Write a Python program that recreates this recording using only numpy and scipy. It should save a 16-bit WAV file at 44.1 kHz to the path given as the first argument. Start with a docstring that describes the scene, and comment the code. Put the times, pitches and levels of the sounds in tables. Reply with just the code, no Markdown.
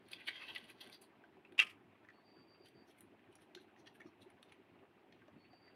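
"""Spice packets at the cooking fire

An empty plastic packet is shaken and slapped down on the ground; a second, full one is picked up and poured.
Film noise is showers of tiny random clicks through the colours of the film; the slaps add arches and fading sines.
Outdoors at night, behind: a murmur of shaped noise and soft crackles for the fire, small pops, dull bumps,
and an insect whose chirps, in two bouts, are sines pulsed by wing strokes. A short scatter joins the near sounds."""
import sys
import numpy as np
from scipy import signal
from scipy.fft import rfft, irfft
from scipy.io import wavfile
from scipy.ndimage import uniform_filter1d

SR = 44100
rng = np.random.default_rng(int(sys.argv[2]) if len(sys.argv) > 2 else 0)


def waveform_to_disk(signal):
    """Save audio, clipped to [-1, 1], as 16-bit WAV at the path in sys.argv[1]."""
    frames = np.transpose(np.atleast_2d(signal))
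    scaled = np.clip(frames, -1, 1) * 32767
    samples = np.round(scaled).astype(np.int16)
    wavfile.write(sys.argv[1], SR, samples)


N = 253575

# Effort of shaking the empty packet, before the balance of its layers: (time [s], level [dB])
SHAKE_EFFORT = [(0, -78), (.12, -58), (.23, -68), (.31, -59.5), (.42, -57), (.56, -55), (.63, -61),
                (.70, -57), (.76, -68), (.85, -54), (.94, -65.5), (1.1, -97)]
# Turns of the wrist, the walls swish together, before trims:
# (time [s], body level [dB], body pitch [Hz], fizz level [dB], fizz pitch [Hz])
WRIST_SWISHES = [(.205, -54, 2520, -80.5, 12000), (.36, -48.5, 2800, -80, 11000),
                 (.425, -47, 2560, -74.5, 12000), (.492, -47.5, 2740, -73, 12700)]
# Air puffing out of the packet's mouth: (time [s], level [dB], pitch [Hz])
AIR_PUFFS = [(0.424, -61.5, 1130), (.505, -61.5, 900)]
# A single crease snaps through, levels before trims:
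# (time [s], body level [dB], body pitch [Hz], fizz level [dB], fizz pitch [Hz], length [s])
CREASE_SNAPS = [(0.087, -58, 2530, -65.5, 13200, 0.0022), (0.1174, -51.5, 3860, -57, 10300, 0.0036),
                (0.1334, -39, 3270, -60.5, 10500, 0.0037), (0.504, -40, 2840, -73, 12000, 0.00093),
                (0.551, -43, 2880, -57.5, 13100, 0.0025), (0.5617, -36.5, 2950, -69, 12000, 0.0037),
                (0.575, -44.5, 1910, -75, 11000, 0.0011), (0.582, -45, 2320, -61, 9900, 0.002),
                (0.812, -45, 3440, -60, 10900, 0.0044), (0.874, -56, 2450, -67, 10800, 0.0025),
                (0.899, -53, 2240, -64, 10200, 0.002), (0.928, -52.5, 4300, -67, 9800, 0.0064),
                (1.021, -66, 4440, -59.5, 9900, 0.004), (1.523, -58, 2520, -75, 9000, 0.0021),
                (2.686, -64.5, 3300, -70.5, 9700, 0.0032), (3.008, -65, 3860, -52, 8830, 0.0011),
                (3.355, -60.5, 5480, -57.5, 8700, 0.0012), (3.551, -43, 4040, -63.5, 10200, 0.0014),
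                (3.873, -53, 3160, -78, 9700, 0.0073), (4.005, -50, 1870, -76, 9860, 0.0038),
                (4.016, -46, 2180, -80, 11000, 0.00062), (4.303, -61.5, 2700, -69, 9220, 0.0021),
                (4.429, -51.5, 3600, -65, 8640, 0.0017), (4.523, -53.5, 2220, -69.5, 8600, 0.0026),
                (5.125, -55, 2960, -90, 9010, 0.0018)]
# The hand crumples a patch of film, levels before trims:
# (time [s], body level [dB], body pitch [Hz], fizz level [dB])
FILM_CRUMPLES = [(.257, -65, 3500, -74), (.275, -41, 3240, -62), (.285, -32, 2270, -60),
                 (.645, -59, 2870, -73), (.7, -53, 2500, -64.5), (.835, -59.5, 3380, -70),
                 (.946, -55, 4750, -71), (1.037, -68, 4900, -71), (2.661, -62, 2960, -75),
                 (2.885, -73.5, 5440, -82), (2.909, -69, 3080, -79), (2.986, -68.5, 2430, -74),
                 (3.328, -70.5, 3004, -81.5), (3.422, -70, 3360, -74.5), (3.615, -70.5, 3600, -80.5),
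                 (3.796, -72, 5400, -84), (3.957, -65.5, 2730, -75.5), (4.071, -72.5, 5330, -90),
                 (4.223, -63, 3340, -75), (4.496, -69, 2800, -89)]
# Relative colour of the empty packet's film: (frequency [Hz], density [dB per Hz])
EMPTY_COLOUR = [(400, -20), (750, -16), (1100, -3), (1400, -15.5), (1800, -8.5), (2700, -4), (3900, -4.5),
                (4700, -5.5), (5150, -19), (5900, -16), (7500, -34.5), (16000, -63.5)]
# Relative colour of the full packet's film: (frequency [Hz], density [dB per Hz])
FULL_COLOUR = [(300, 2), (900, 5), (1900, 5), (2900, -1.5), (4000, 1.5), (5100, -9), (5900, -0.5),
               (7700, -22), (16000, -37)]
# Relative colour of the film's high fizz: (frequency [Hz], density [dB per Hz])
FIZZ_COLOUR = [(3000, -43.5), (5700, -12), (7800, -6.5), (8700, 0), (9700, 7), (10800, -1.5), (12500, -1.5),
               (15500, -10)]
# Resonances of the empty packet's hollow: (frequency [Hz], width [Hz], lift [dB])
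HOLLOW_RESONANCES = [(1555, 230, 16), (1987, 190, 9.5), (2620, 49, 5.5), (3250, 200, 5.5)]
# The packet hits the ground and flops over: (time [s], level [dB], length [s])
GROUND_SLAPS = [(1.585, -36.5, 0.0025), (1.5904, -18.5, 0.0054), (1.5968, -18.5, 0.0074),
                (1.606, -28, 0.0072), (1.635, -33.5, 0.0042)]
# Skids just before and after the slaps: (time [s], level [dB], length [s])
GROUND_SKIDS = [(1.579, -41, 0.017), (1.608, -34.5, .029)]
# Tonal colour of the quick run of slaps, fading sines before their trim and build-up:
# (frequency [Hz], level [dB], t60 [s])
SLAP_TONES = [(347, -52, 0.17), (1048, -48.5, 0.24), (1230, -50, 0.24), (1344, -40, 0.12),
              (1564, -38.5, 0.12), (1800, -44.5, .09), (1996, -24.5, 0.052), (2340, -26, 0.11),
              (2550, -30.5, 0.13), (2580, -14.5, 0.0084), (2670, -26.5, .08), (3100, -23.5, .05),
              (3240, -28.5, 0.097), (3693, -19, 0.026)]
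# The film cracks under the hardest slaps: (time [s], peak level [dB])
FILM_CRACKS = [(1.5915, -41.5), (1.5994, -30.5)]
# The dropped packet springs back: (time [s], level [dB], length [s])
SPRING_BACKS = [(1.648, -52.5, 0.01), (1.672, -49, 0.0065), (1.701, -55.5, 0.015)]
# Relative colour of film scraping the ground: (frequency [Hz], density [dB per Hz])
SCUFF_COLOUR = [(40, -67.5), (330, -23), (900, -29.5), (1300, -11), (1450, -24), (1700, -12.5),
                (2750, -4.5), (3700, -21.5), (4250, -26.5), (4850, -23), (6300, -33), (10400, -34.5),
                (15500, -55)]
# Small pops, likely from the fire: (time [s], peak level of the note [dB], pitch [Hz])
FIRE_POPS = [(1.238, -56.5, 1550), (1.369, -61, 716), (1.45, -55, 2480), (2.0483, -57, 1700),
             (2.087, -52, 1910), (2.1022, -56, 1810), (3.508, -66, 646), (3.5724, -52.5, 1530),
             (3.763, -63.5, 1870), (4.063, -61.5, 1210), (5.219, -59.5, 1667), (5.281, -57, 620),
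             (5.532, -56.5, 730), (5.678, -59.5, 1900)]
# Dull bumps, before a final lift: (time [s], level [dB], pitch [Hz])
DULL_BUMPS = [(.627, -60, 220), (1.522, -57, 338.7), (3.289, -58, 333), (3.561, -51.5, 356),
              (4.056, -49.5, 314), (4.264, -57.5, 372), (5.364, -54, 228)]
# Chirps of the insect, the first of each bout softer: (time [s], level [dB])
INSECT_CHIRPS = [(2.119, -87), (2.235, -80), (2.338, -79), (2.467, -78), (2.593, -78.5), (2.738, -81.5),
                 (5.378, -83.5), (5.495, -79.5), (5.604, -78), (5.725, -82)]
# Relative colour of the fire and the yard: (frequency [Hz], density [dB per Hz])
MURMUR_COLOUR = [(40, -33.5), (75, -13.5), (100, -2.5), (135, -8), (230, -1), (390, 1), (490, -9.5),
                 (720, -7), (1300, -16), (2600, -16.5), (4200, -31), (6500, -42), (9500, -40.5),
                 (15500, -43)]

SWAP_S = 2  # the empty packet before this time, the full one after
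LEAD_S = 0.1  # time for a crackle to swell before its crest
CREASE_DB = 4  # rms variation of colour from crease to crease
SWISH_LENGTH_S, PUFF_S = 0.024, 0.024  # PUFF_S is half the length of a puff
# a crumple lasts CRUMPLE_S at CRUMPLE_AT_DB, and half as long for every HALVING_DB above
CRUMPLE_S, CRUMPLE_AT_DB, HALVING_DB = 0.011, -60.5, 31.5
CRUMPLE_FIZZ_HZ = 9600
CHIRP_HZ, CHIRP_LENGTH_S = 4710, 0.11
FIRST_LOWER = 0.05  # share by which the first of a bout is lower
STROKES_PER_S, STROKE_SAG = 86, 0.065  # typical wing-stroke rate, share of the pitch lost over each
CHIRP_BLUR_S = 0.021  # scatter of the chirps in the yard
MURMUR_DB = -67  # level of the rush
EDGE_HZ = 15900  # upper limit of the sound's band
TIME = np.arange(N) / SR
GRID = abs(np.fft.fftfreq(2048, 1 / SR)) + 1  # Hz of each filter bin, nudged off zero


def amp(db):
    """Decibels to gain."""
    return 10 ** (np.asarray(db) / 20)


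def unit(x):
    """Scales to rms 1."""
    return x / np.sqrt(np.mean(x ** 2) + 1e-30)


def peaked(x):
    """Scales to peak 1."""
    return x / (np.max(abs(x)) + 1e-30)


def read(points, hz):
    """Reads a spectrum on a log-frequency axis."""
    f, db = np.transpose(points)
    return np.interp(np.log(hz + 1), np.log(f + 1), db)


def add(mix, s, sound):
    """Mixes a sound in at time s, trimmed to fit."""
    at = round(s * SR)
    sound = sound[max(-at, 0):]
    part = mix[max(at, 0):][:len(sound)]
    part += sound[:len(part)]


def through(x, response):
    """Passes x through an impulse response."""
    return signal.oaconvolve(x, response)[:len(x)]


def causal(db):
    """The causal (minimum-phase) impulse response of a spectrum given in dB on the GRID."""
    log_spectrum = np.conj(signal.hilbert(np.log(amp(db))))
    return np.fft.ifft(np.exp(log_spectrum)).real[:len(GRID) // 2]


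def resonate(x, hz, width):
    """A band-pass resonance of gain 1 at its centre."""
    b, a = signal.iirpeak(hz, hz / width, SR)
    return signal.lfilter(b, a, x)


def resonate_twice(x, hz, width):
    """Two equal resonances in a row, for steeper sides."""
    return resonate(resonate(x, hz, width), hz, width)


def burst(length, size=4096):
    """A puff of tiny slips that dies away over the given length."""
    decay = np.exp(-np.arange(size) / SR / max(length, 1 / SR))
    return rng.standard_normal(size) * decay


def grains(size, per_s, spread_db):
    """Dense tiny clicks, mostly small and a few large."""
    height = amp(spread_db * np.minimum(rng.exponential(1, size), 4))
    happens = rng.random(size) < per_s / SR
    return height * rng.standard_normal(size) * happens


def shaking(rub_db=-9, rub_spread_db=2.0, flap_db=-15, flap_hz=520, fizz_db=-27):
    """The empty packet's walls rub, crinkle and flap with the effort, and swish and puff at turns of the wrist."""
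    times, effort_db = np.transpose(SHAKE_EFFORT)
    effort = amp(np.interp(TIME, times, effort_db)) * (TIME < times[-1])
    rub = unit(through(grains(N, per_s=1500, spread_db=rub_spread_db), causal(hollow_film())))
    flap = unit(resonate(resonate(rng.standard_normal(N), flap_hz, 550), flap_hz, 560))
    fizz = unit(through(grains(N, per_s=4700, spread_db=3.5), causal(read(FIZZ_COLOUR, GRID))))
    out = effort * (amp(rub_db) * rub + amp(flap_db) * flap + amp(fizz_db) * fizz)
    for s, db, hz, swish_fizz_db, fizz_hz in WRIST_SWISHES:
        add(out, s - LEAD_S, crinkle(s, db, hz, swish_fizz_db, fizz_hz, SWISH_LENGTH_S))
    for s, db, hz in AIR_PUFFS:
        air = unit(resonate_twice(rng.standard_normal(N), hz, hz / 3))
        out += amp(db) * air * np.exp(-((TIME - s) / PUFF_S) ** 2)
    return out


def crinkles():
    """Snaps are over at once; crumples swell and fade, the quicker the harder the hand presses."""
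    out = np.zeros(N)
    for s, db, hz, fizz_db, fizz_hz, length in CREASE_SNAPS:
        add(out, s - LEAD_S, crinkle(s, db, hz, fizz_db, fizz_hz, length))
    for s, db, hz, fizz_db in FILM_CRUMPLES:
        length = CRUMPLE_S * 2 ** ((CRUMPLE_AT_DB - db) / HALVING_DB)
        add(out, s - LEAD_S, crinkle(s, db, hz, fizz_db, CRUMPLE_FIZZ_HZ, length))
    return out


def crinkle(s, body_db, body_hz, fizz_db, fizz_hz, length, body_focus_db=8, fizz_focus_db=17, note_db=8):
    """A body note and a fizz, both coloured by the crease that happens to give way."""
    film = hollow_film() if s < SWAP_S else read(FULL_COLOUR, GRID)
    note = note_db / (1 + ((GRID / body_hz - 1) / 0.09) ** 2)
    body = film + focus(body_hz, body_focus_db, reach=1.3) + note + CREASE_DB * ripple(size=6)
    fizz = read(FIZZ_COLOUR, GRID) + focus(fizz_hz, fizz_focus_db, reach=0.88) + CREASE_DB * ripple(size=26)
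    body_sound = crackle(length, body, spread_db=2.5, settle_db=-8.5, settle_s=0.04)
    fizz_sound = crackle(length, fizz, spread_db=6.5, settle_db=-7.5, settle_s=0.02)
    return amp(body_db - 1.5) * body_sound + amp(fizz_db) * fizz_sound


def crackle(length, spectrum_db, spread_db, settle_db, settle_s):
    """A cloud of buckles swells to its crest at LEAD_S, fades, and goes on settling for a while."""
    t = np.arange(SR // 3) / SR - LEAD_S
    away = np.where(t < 0, -t / 0.73, t)  # the rise is quicker than the fall
    crest = np.exp(-away / length)
    buckles = grains(len(t), per_s=11000, spread_db=spread_db) * crest
    settle_fade = np.exp(-away / settle_s) * (t > -2 * length)
    settling = grains(len(t), per_s=5100, spread_db=4.5) * settle_fade
    cloud = through(unit(buckles) + amp(settle_db) * unit(settling), causal(spectrum_db))
    return unit(cloud) * np.sqrt(np.mean(crest ** 2))  # longer crackles carry more energy


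def hollow_film(lowest_hz=200):
    """The spectrum of the empty packet: film lifted at the resonances of its hollow, too small to carry bass."""
    lift = sum(db / (1 + (2 * (GRID - hz) / width) ** 2) for hz, width, db in HOLLOW_RESONANCES)
    bass_loss = 10 * np.log10(1 + (lowest_hz / (GRID + 20)) ** 4)
    return read(EMPTY_COLOUR, GRID) + lift - bass_loss


def focus(hz, depth_db, reach):
    """Lowers a spectrum away from hz, down to a shelf at reach (octaves squared)."""
    return -depth_db * np.minimum(np.log2(GRID / hz) ** 2, reach)


def ripple(size):
    """Random humps across the spectrum, rms 1, some bins wide."""
    noise = rng.standard_normal(len(GRID) // 2)
    humps = unit(uniform_filter1d(uniform_filter1d(noise, size), size))
    return np.interp(GRID, np.linspace(0, SR / 2, len(humps)), humps)


def landing(slap_hz=2730, build_s=0.0033, scuff_db=-10, tones_db=-1, crack_hz=4700):
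    """Slaps swell and die in a few ms and scuff the ground, with fading tones; the film skids, cracks and unfolds."""
    out, t = np.zeros(N), np.arange(SR // 4) / SR
    ground = causal(read(SCUFF_COLOUR, GRID))
    ground = ground / np.linalg.norm(ground)

    def swell(length):
        """One arch of the given length."""
        return np.sin(np.pi * np.minimum(t / length, 1))

    def scuff(length):
        """The film scrapes the ground for that long, dying down."""
        scrape = np.sqrt(abs(swell(length))) * np.exp(-t / length / 2)
        return through(scrape * unit(grains(len(t), per_s=12000, spread_db=0.0)), ground)

    for s, db, length in GROUND_SLAPS:
        slap = swell(length) * np.sin(2 * np.pi * slap_hz * t)
        add(out, s, amp(db) * (slap + amp(scuff_db) * scuff(length)))
    for s, db, length in GROUND_SKIDS:
        add(out, s, amp(db) * scuff(length))
    tones = sum(amp(db - 60 * t / t60) * np.sin(2 * np.pi * hz * t) for hz, db, t60 in SLAP_TONES)
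    add(out, 1.591, amp(tones_db) * tones * (1 - np.exp(-t / build_s)))
    for s, db in FILM_CRACKS:
        add(out, s, amp(db) * peaked(resonate(burst(0.0022), crack_hz, 1200)))
    for s, db, length in SPRING_BACKS:
        body = crackle(length, read(SCUFF_COLOUR, GRID), spread_db=1.5, settle_db=-7, settle_s=0.03)
        fizz = crackle(length, read(FIZZ_COLOUR, GRID), spread_db=4.5, settle_db=-9.5, settle_s=0.02)
        add(out, s - LEAD_S, amp(db) * body + amp(-72) * fizz)
    return out


def pops(pop_s=0.0028, width=0.18, knock_db=-4, knock_hz=1500):
    """Short woody pops from under the pot: a broad knock and a brief note."""
    out = np.zeros(N)
    for s, db, hz in FIRE_POPS:
        note = resonate_twice(burst(pop_s), hz, width * hz)
        knock = resonate_twice(burst(pop_s), knock_hz, knock_hz)
        add(out, s, amp(db) * (peaked(note) + amp(knock_db) * peaked(knock)))
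    return out


def bumps(swell_s=0.0033):
    """Soft low blows: sines that swell quickly and die within a few cycles."""
    out, t = np.zeros(N), np.arange(SR // 8) / SR
    swell = t / swell_s * np.exp(1 - t / swell_s)
    for s, db, hz in DULL_BUMPS:
        add(out, s, amp(db + 2.0) * swell * np.sin(2 * np.pi * hz * t))
    return out


def insect(jitter=0.25, direct=1.2):
    """Each chirp is a trill of wing strokes that hold one pitch and then drop a little, blurred by the yard."""
    out, t = np.zeros(N), np.arange(0, CHIRP_LENGTH_S, 1 / SR)
    pauses = np.diff([0] + [s for s, db in INSECT_CHIRPS])
    for (s, db), pause in zip(INSECT_CHIRPS, pauses):
        starts_bout = pause > 1
        hz = CHIRP_HZ * (1 - FIRST_LOWER * starts_bout)
        uneven = unit(uniform_filter1d(rng.standard_normal(SR), size=300))[:len(t)]
        stroke = np.cumsum(STROKES_PER_S * np.exp(jitter * uneven)) / SR % 1  # 0 to 1 through each stroke
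        level = abs(np.sin(np.pi * t / CHIRP_LENGTH_S)) ** 0.6 * np.sin(np.pi * stroke)
        pitch = hz * (1 - STROKE_SAG * stroke ** 3)
        chirp = level * np.sin(2 * np.pi * np.cumsum(pitch) / SR)
        chirp = np.pad(chirp, (0, len(t)))  # room for the blur to die away
        blurred = unit(through(chirp, burst(CHIRP_BLUR_S)))
        add(out, s, amp(db) * unit(direct * unit(chirp) + blurred))
    return out


def embers(per_s=9, level_db=-80.0):
    """Faint, soft crackles at random moments, each pitched by the stick that gives way."""
    sticks = np.zeros(N)
    for hz in np.geomspace(700, 2700, num=9):  # per_s counts the cracks of each stick
        cracks = rng.uniform(-0.67, 1, N) * (rng.random(N) < per_s / SR)
        sticks += unit(resonate(through(cracks, burst(0.008)), hz, hz / 8))
    softener = signal.butter(4, 3800, fs=SR, output="sos")
    return amp(level_db) * unit(signal.sosfilt(softener, sticks))


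def murmur(patchy_db=2.5, hollow_hz=340):
    """The low, uneven rush of the fire as patchy shaped noise, with a soft hollow note."""
    hz, _, z = signal.stft(rng.standard_normal(N), SR, nperseg=512, noverlap=384)
    # smooth over frequency, then over time
    patches = uniform_filter1d(rng.standard_normal(z.shape), size=7, axis=0)
    patches = unit(uniform_filter1d(patches, size=9, axis=1))
    z = z * amp(patchy_db * patches / (1 + (hz[:, None] / 5000) ** 2))  # steadier in the treble
    uneven = signal.istft(z, nperseg=512, noverlap=384)[1][:N]
    colour = amp(read(MURMUR_COLOUR, np.fft.rfftfreq(N, 1 / SR)))
    rush = unit(irfft(rfft(uneven) * colour, N))
    hollow = unit(resonate(resonate(rng.standard_normal(N), hollow_hz, 140), hollow_hz, 160))
    return amp(MURMUR_DB) * (rush + amp(-13.5) * hollow)


def yard(x, t60=0.072):
    """A faint, short scatter from the ground and nearby walls: decaying noise as an echo."""
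    t = np.arange(SR // 3) / SR
    tail = rng.standard_normal(len(t)) * amp(-60 * t / t60) * (t > 0.004)
    return through(x, tail / np.linalg.norm(tail))


def scene():
    """The packets close by, the fire and the insect behind."""
    film = shaking() + crinkles()
    slap = landing()
    fire = pops() + bumps() + embers()
    wet = yard(amp(-12.5) * film + amp(-17.5) * slap + amp(-5.0) * fire)
    return (film + slap + fire + wet + insect() + murmur())[None]


def record(dry):
    """Limits the band with a steep linear-phase low-pass at EDGE_HZ."""
    low_pass = signal.firwin(401, EDGE_HZ, window=("kaiser", 8), fs=SR)
    return signal.oaconvolve(dry, low_pass[None], "same")


dry = scene()
out = record(dry)
waveform_to_disk(out)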